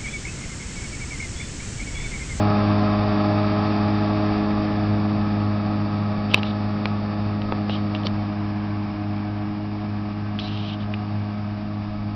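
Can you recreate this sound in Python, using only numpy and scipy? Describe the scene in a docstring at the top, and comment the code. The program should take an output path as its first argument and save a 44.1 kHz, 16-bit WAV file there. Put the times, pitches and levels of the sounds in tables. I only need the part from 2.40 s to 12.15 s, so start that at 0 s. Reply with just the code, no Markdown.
"""A tractor mows a field

A tractor with a disc mower drives away. Its spinning discs drone over the engine's rumble
and the rush of blades tearing grass, while gears whine faintly. Close by, a hand-held
camera clicks and scuffs under the fingers, and a little wind buffets the microphone."""
import sys
import numpy as np
from scipy import signal
from scipy.fft import rfft, irfft
from scipy.io import wavfile

SR = 44100
rng = np.random.default_rng(int(sys.argv[2]) if len(sys.argv) > 2 else 0)


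def transcribe(u):
    """Save the signal u as a 16-bit wav file named by the first command-line argument.

    u: samples, shape (n,) or (channels, n), limited to [-1, 1]; the rate is SR.
    q: integer samples, one column per channel.
    """
    v = np.clip(np.atleast_2d(u).T, -1, 1)
    q = np.round(v * 32767).astype(np.int16)
    wavfile.write(sys.argv[1], SR, q)


N = 429975
TIME = np.arange(N) / SR
BINS_HZ = np.fft.rfftfreq(N, 1 / SR)


# The strongest disc tones. A multiple of 2 vibrates twice for each turn of a disc.
# multiple, start_db, loss_per_distance_doubling_db, swell_db, swell_period_s, crest_s
DRONE_TONES = [(2, -24.2, 5.5, 0.45, 3, .05), (4, -22, 8, 0.8, 3.2, 2.5), (6, -27.4, 9.4, 2.5, 4.55, 1.93),
               (8, -32.5, 16, 1.5, 3.16, 2)]
# Brief swells and dips of the lowest of these tones: middle_s, half_length_s, change_db
SURGES = [(.32, 0.089, 1.5), (.78, .07, -3), (2.05, 0.1, -5), (2.52, 0.075, 3), (3.05, 0.18, 2.5),
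          (4.9, .1, 2), (6.55, 0.098, -4), (7.2, .15, -3), (8.02, .08, -0.5), (8.83, .08, 3)]

def drone(turns):
    """Two blades on each disc make the even multiples strong; they swell and ebb as they fade."""
    tones = []
    for multiple, start_db, loss_db, swell_db, period_s, crest_s in DRONE_TONES:
        level_db = faded(start_db, loss_db) + swell_db * swing(1 / period_s, crest_s)
        level_db += 0.26 * wander(3.3)
        tone = shaky_tone(multiple * turns, flutter=0.06 + 0.014 * multiple, flutter_hz=6.5)
        tones.append(amp(level_db) * tone)
    # The engine fires slightly off the blade rate, so the lowest tone throbs.
    throb_db = 1.1 * swing(hz=3.315, crest_s=0.027) + bumps(SURGES)
    return amp(throb_db) * tones[0] + sum(tones[1:])


# Weak low disc tones: multiple, level_db (compared with the rumble)
ODD_TONES = [(1, -8), (3, -4), (5, -6)]

def disc_imbalance(turns, rumble_db):
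    """Slightly unbalanced discs add odd multiples of their turning rate."""
    tones = sum(amp(db) * shaky_tone(multiple * turns, flutter=0.26, flutter_hz=3)
                for multiple, db in ODD_TONES)
    return amp(rumble_db) * tones


# Higher disc tones, before the overall fade: multiple, near_db, midway_db, far_db
OVERTONES = [(10, -19.5, -8, -16), (11, -42, -20, -22.5), (12, -1, -6, -7), (13, -25.5, -17, -18.5),
             (14, -13, -10, -8.5), (15, -20.5, -17, -13), (16, -5.5, -6, -8), (17, -14.5, -24, -16),
             (18, -19.5, -17.5, -18), (20, -12, -15.5, -14.5), (22, -18.5, -11.5, -15), (24, -30, -17, -20),
             (28, -36.5, -19, -27), (31, -27, -26.5, -21), (32, -21.5, -24, -15), (33, -22, -18.5, -21),
             (34, -25.5, -19, -23)]

def disc_overtones(turns, far):
    """The discs' upper buzz: the higher the tone, the more it flutters."""
    tones = sum(at_distance(far, levels_db)
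                * shaky_tone(multiple * turns, flutter=0.0125 * multiple, flutter_hz=3.5)
                for multiple, *levels_db in OVERTONES)
    return amp(faded(start_db=-29, loss_db=12.9)) * tones


# The tone colour of the rumble: pitch_hz, level_db
RUMBLE_COLOUR = [(20, -11), (40, -7.5), (75, -5.5), (130, -1.5), (180, 2), (240, -2), (290, -1), (340, -6),
                 (390, -25.5)]

def engine(rumble_db):
    """The low, rough rumble of the diesel and the mower's hood."""
    return amp(rumble_db + 0.2) * noise(RUMBLE_COLOUR, band_hz=(120, 190))


# The tone colour of cutting, from near and from far: pitch_hz, level_db
NEAR_RUSH_COLOUR = [(440, -7), (560, 0), (750, 4), (950, -5), (1270, 3), (1510, -12.5), (1620, -6.5),
                    (2080, -12.5), (2520, -9), (3150, -20), (3600, -12), (4150, -19), (4600, -12),
                    (5200, -17), (5900, -32)]
FAR_RUSH_COLOUR = [(430, -7.5), (560, -1.5), (750, 0.5), (1020, 1.5), (1270, 0.5), (1480, -7.5),
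                   (1680, -4.5), (2000, -9), (2300, -5), (2800, -12), (3100, -15), (4200, -19),
                   (5200, -15.5), (5900, -33.5)]

def grass(turns, far):
    """Blades tear through grass; neighbouring discs alternate, so the rush pulses four times a turn."""
    far_share = far ** 1.5  # the rush keeps its near colour longer than the tones do
    near_rush = noise(NEAR_RUSH_COLOUR, band_hz=(880, 1400))
    far_rush = noise(FAR_RUSH_COLOUR, band_hz=(880, 1400))
    tearing = np.sqrt(1 - far_share) * near_rush + np.sqrt(far_share) * far_rush
    lows = irfft(rfft(tearing) / (1 + (BINS_HZ / 3000) ** 12), N)  # the part below 3000 Hz
    pulsing = 1 + 0.21 * (1 - 0.44 * far_share) * np.cos(2 * np.pi * 4 * turns)
    rush = amp(faded(start_db=-33.45, loss_db=11)) * pulsing * lows
    hiss = amp(faded(start_db=-44, loss_db=7.6)) * unit(tearing - lows)
    tufts = amp(0.61 * wander(22))  # thick and thin grass
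    return tufts * (rush + hiss)


# Gear tones: pitch_hz, near_db, midway_db, far_db
GEAR_WHINES = [(629.5, -40.5, -47, -50.5), (697, -49, -51.5, -54.5), (732, -48.5, -54, -48),
               (1134, -42, -50, -57.5), (1273, -42.5, -46.5, -59.5), (1545, -63.5, -70.5, -55.5),
               (1894, -53.5, -60, -71.5), (2265, -52.5, -60.5, -63), (2556, -58, -61, -67.5),
               (2830, -70.5, -69, -64), (3140, -59, -69, -73.5), (4570, -61, -61, -75)]

def gears(turns, far):
    """Unsteady whines that follow the speed of the shaft."""
    shaft_time = turns / turns[-1] * TIME[-1]  # a clock that runs faster when the shaft does
    return sum(at_distance(far, levels_db) * shaky_tone(hz * shaft_time, flutter=0.6, flutter_hz=5)
               for hz, *levels_db in GEAR_WHINES)


# Taps on the shell: start_s, peak_db, pitch_hz, brightness_hz (high for a nail, low for a fingertip)
CLICKS = [(3.916, -22, 2940, 4000), (3.938, -13, 2980, 3540), (3.94, -9, 2950, 4500),
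          (3.9437, 6.5, 2680, 3900), (3.94444, 2.5, 2580, 3470), (4.032, -13, 2820, 5000),
          (4.4565, -8.5, 2390, 5000), (5.019, -22.5, 2710, 4000), (5.123, -16.5, 2390, 3800),
          (5.296, -17, 2900, 3500), (5.55, -14.5, 2780, 4000), (5.6345, -26, 3080, 4020),
          (5.6688, -12, 3120, 4970), (5.6697, -19, 4600, 4770), (7.9895, -15.5, 3120, 3220),
          (8.539, -17, 2600, 3130), (8.5415, -18.5, 2620, 3040)]
# The ways the shell rings: pitch_multiple, level_db, ring_s (time to fall by 60 dB)
SHELL_RINGS = [(.73, -27, 0.0076), (.93, -31.5, 0.0053), (1, 1.5, 0.019), (1.13, 8.5, 0.0055),
               (1.4, 4.5, 0.0065), (1.71, -3, 0.011), (1.92, -25, .008)]

def clicks():
    """Nails and fingertips click on the camera's plastic shell."""
    return taps(CLICKS, SHELL_RINGS, rattle_db=-24, rattle_s=0.012)


# Bumps on the body: start_s, peak_db, lowest_pitch_hz, brightness_hz
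KNOCKS = [(3.944, -12, 624, 1470), (3.978, -17.5, 480, 2010), (4.456, -16.5, 610, 2020),
          (5.123, -9, 554, 1520), (5.296, -17.5, 480, 1500), (5.6525, -17.5, 374, 600),
          (5.6558, -19.5, 370, 500), (5.67, -18, 400, 1500)]
# The ways the body rings: pitch_multiple, level_db, ring_s
BODY_RINGS = [(1, 3.5, 0.023), (1.7, 12.5, 0.009), (2.25, 2.5, 0.0099), (2.85, -18, 0.01)]

def knocks():
    """Fingers knock on the camera's body, which rings lower and duller."""
    return taps(KNOCKS, BODY_RINGS, rattle_db=-21.5, rattle_s=0.031)


# Finger slides: start_s, length_s, level_db, squeak_hz
SLIDES = [(3.897, 0.092, -35, 3100), (3.97, 0.036, -28, 2980), (4.036, 0.094, -36.5, 3680),
          (5.292, 0.092, -33.5, 3030), (5.547, 0.03, -32, 3000), (5.641, 0.051, -35, 4400),
          (7.987, 0.019, -18.5, 3340), (7.996, 0.1, -36, 4000), (8.067, 0.207, -38, 3040),
          (8.253, .11, -36.5, 3130), (8.39, 0.064, -41, 3050)]
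# The tone colour of rubbing skin: pitch_hz, level_db
FRICTION_COLOUR = [(1200, -24.5), (2100, -6), (2800, 6), (3400, 2.5), (3950, 2), (4600, -3.5), (5300, -5.5),
                   (6000, -35)]

def scuffs():
    """Skin sticks and slips on the shell, making a grainy hiss with a squeak."""
    friction = noise(FRICTION_COLOUR, band_hz=(2700, 4300))
    grain = amp(-3.5 + 1.4 * wander(90))
    white, out = rng.standard_normal(N), np.zeros(N)
    press_s, release_s = 0.015, 0.024
    for start_s, length_s, db, squeak_hz in SLIDES:
        during = (TIME > start_s) & (TIME < start_s + length_s)
        t = TIME[during] - start_s
        pressure = np.minimum(t / press_s, 1) * np.minimum((length_s - t) / release_s, 1)
        rub = unit(resonate(friction[during], squeak_hz, width_hz=2900))
        squeak = unit(resonate(white[during], squeak_hz, width_hz=220))
        out[during] += amp(db) * pressure * grain[during] * (amp(-2.5) * rub + amp(-4) * squeak)
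    return out


# Gusts on top of the breeze: middle_s, half_length_s, boost_db
GUSTS = [(.2, .2, 9), (2.2, 0.5, 11.5), (9.75, 0.26, 8)]

def wind():
    """Moving air buffets the microphone with a low, lumpy noise."""
    buffet = noise([(12, 0), (30, -2), (60, -4), (110, -7), (200, -20)], band_hz=(20, 85))
    breeze_db = -49 + 3 * wander(4.3)
    return amp(breeze_db + bumps(GUSTS)) * buffet


def taps(blows, rings, rattle_db, rattle_s):
    """Each blow makes plastic ring for a moment; the parts chatter briefly after it."""
    t, out = np.arange(0, 0.06, 1 / SR), np.zeros(N)
    decay = -np.log(1000) * t  # a fall of 60 dB a second
    for start_s, peak_db, hz, brightness_hz in blows:
        ring = sum(amp(db) * np.exp(decay / ring_s) * np.sin(2 * np.pi * hz * multiple * t)
                   for multiple, db, ring_s in rings)
        chatter = amp(rattle_db) * rng.standard_normal(len(t)) * np.exp(decay / rattle_s)
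        force = (t == 0) + chatter
        softness = signal.butter(4, brightness_hz, fs=SR, output="sos")
        tap = signal.sosfilt(softness, signal.fftconvolve(force, ring))
        start = round(start_s * SR)
        out[start:start + len(tap)] += amp(peak_db) * tap / abs(tap).max()
    return out


def shaky_tone(cycles, flutter, flutter_hz):
    """A pure tone whose level and timing are shaken by moving air and uneven load."""
    drift = 0.27 * wander(0.58)  # the sound's path over the ground slowly changes
    angle = 2 * np.pi * (cycles + rng.random()) + drift
    level_shake = flutter * wander(flutter_hz)
    timing_shake = flutter * wander(flutter_hz)
    shaken = (1 + level_shake) * np.cos(angle) + timing_shake * np.sin(angle)
    return shaken * np.sqrt(2 / (1 + 2 * flutter ** 2))


def faded(start_db, loss_db):
    """The level as the tractor drives steadily away, losing loss_db each time the distance doubles."""
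    start_m, speed_m_per_s = 20.2, 2.97
    return start_db - loss_db * np.log2(1 + speed_m_per_s * TIME / start_m)


def at_distance(far, levels_db):
    """Blends near, midway and far levels; the ground's echo treats each pitch differently."""
    return amp(np.interp(far, [0, 0.5, 1], levels_db))


def noise(colour, band_hz):
    """Noise shaped by (pitch_hz, level_db) points, with strength 1 inside the band."""
    hz, db = np.transpose(colour)
    gain = amp(np.interp(np.log(BINS_HZ + 1), np.log(hz), db))
    gain /= 1 + (BINS_HZ / hz[-1] / 1.15) ** 16  # steep fall above the last point
    gain /= 1 + (hz[0] / 1.3 / (BINS_HZ + 1)) ** 8  # and below the first
    spectrum = rfft(rng.standard_normal(N)) * gain
    inside = (BINS_HZ > band_hz[0]) & (BINS_HZ < band_hz[1])
    return irfft(spectrum, N) / irfft(spectrum * inside, N).std()


def resonate(x, hz, width_hz):
    """Lets through the part of a sound near one pitch."""
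    spin = np.exp(2j * np.pi * hz * np.arange(len(x)) / SR)
    feedback = np.exp(-np.pi * width_hz / SR)
    return 2 * (spin * signal.lfilter([1 - feedback], [1, -feedback], x / spin)).real


def wander(rate_hz):
    """A smooth random wobble of strength 1, with about rate_hz swings a second."""
    step = 100
    grid = np.arange(0, N + step, step)
    hz = np.fft.rfftfreq(len(grid), step / SR)
    spectrum = rfft(rng.standard_normal(len(grid))) / (1 + (hz / rate_hz) ** 2)
    return np.interp(np.arange(N), grid, unit(irfft(spectrum, len(grid))))


def swing(hz, crest_s):
    """A steady swing between -1 and 1, at its top at crest_s."""
    return np.cos(2 * np.pi * hz * (TIME - crest_s))


def bumps(rows):
    """Smooth rises and dips in decibels."""
    return sum(db * np.exp(-((TIME - middle_s) / half_s) ** 2) for middle_s, half_s, db in rows)


def curve(rows):
    """Joins (time_s, value) points with straight lines."""
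    return np.interp(TIME, *np.transpose(rows))


def amp(db):
    """Turns decibels into a volume multiplier."""
    return 10 ** (np.asarray(db) / 20)


def unit(x):
    """Scales a signal to an average strength (rms) of 1."""
    return x / np.sqrt(np.mean(x ** 2) + 1e-20)


# How fast the discs spin: time_s, turns_per_s
DISC_SPEED = [(0, 51.6), (.6, 51.64), (0.9, 51.53), (1.2, 51.9), (2.45, 52.0), (3.1, 51.77), (3.55, 51.57),
              (3.85, 51.8), (5, 51.9), (5.3, 51.55), (5.9, 51.47), (6.2, 51.66), (6.55, 51.35),
              (7.35, 51.87), (8.2, 51.68), (8.75, 51.85), (9.75, 51.74)]
# How far away the mower sounds: time_s, far_share (0 is near, 1 is far)
FARNESS = [(0, 0), (1.4, 0.02), (2.3, 0.4), (3.2, 0.42), (5.6, .55), (6, 1), (9.75, 0.79)]
# Uneven ground lets more or less of the mower's upper sound through: time_s, change_db
GROUND_EFFECT = [(0, 0), (.9, .5), (1.9, 1.1), (2.6, -0.9), (3.3, -1), (4, -0.5), (5.2, -0.5), (6, 0.6),
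                 (7.2, -0.7), (8.5, 0.4), (9.75, 0)]

def scene():
    """The tractor and mower move away, with fingers and wind close by."""
    turns = np.cumsum(curve(DISC_SPEED)) / SR  # disc turns so far
    far = curve(FARNESS)
    rumble_db = faded(start_db=-35, loss_db=7.54)
    low = drone(turns) + disc_imbalance(turns, rumble_db) + engine(rumble_db)
    upper = disc_overtones(turns, far) + grass(turns, far) + gears(turns, far)
    close_by = clicks() + knocks() + scuffs() + wind()
    return (low + amp(curve(GROUND_EFFECT)) * upper + close_by)[None]


def record(dry):
    """The loudest click overloads the microphone's input; then the highest treble is cut away."""
    overloaded = np.clip(dry, -1, 1)
    treble_cut = signal.firwin(401, cutoff=6000, window=("kaiser", 8), fs=SR)
    return signal.oaconvolve(overloaded, treble_cut[None], "same")


dry = scene()
out = record(dry)
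transcribe(out)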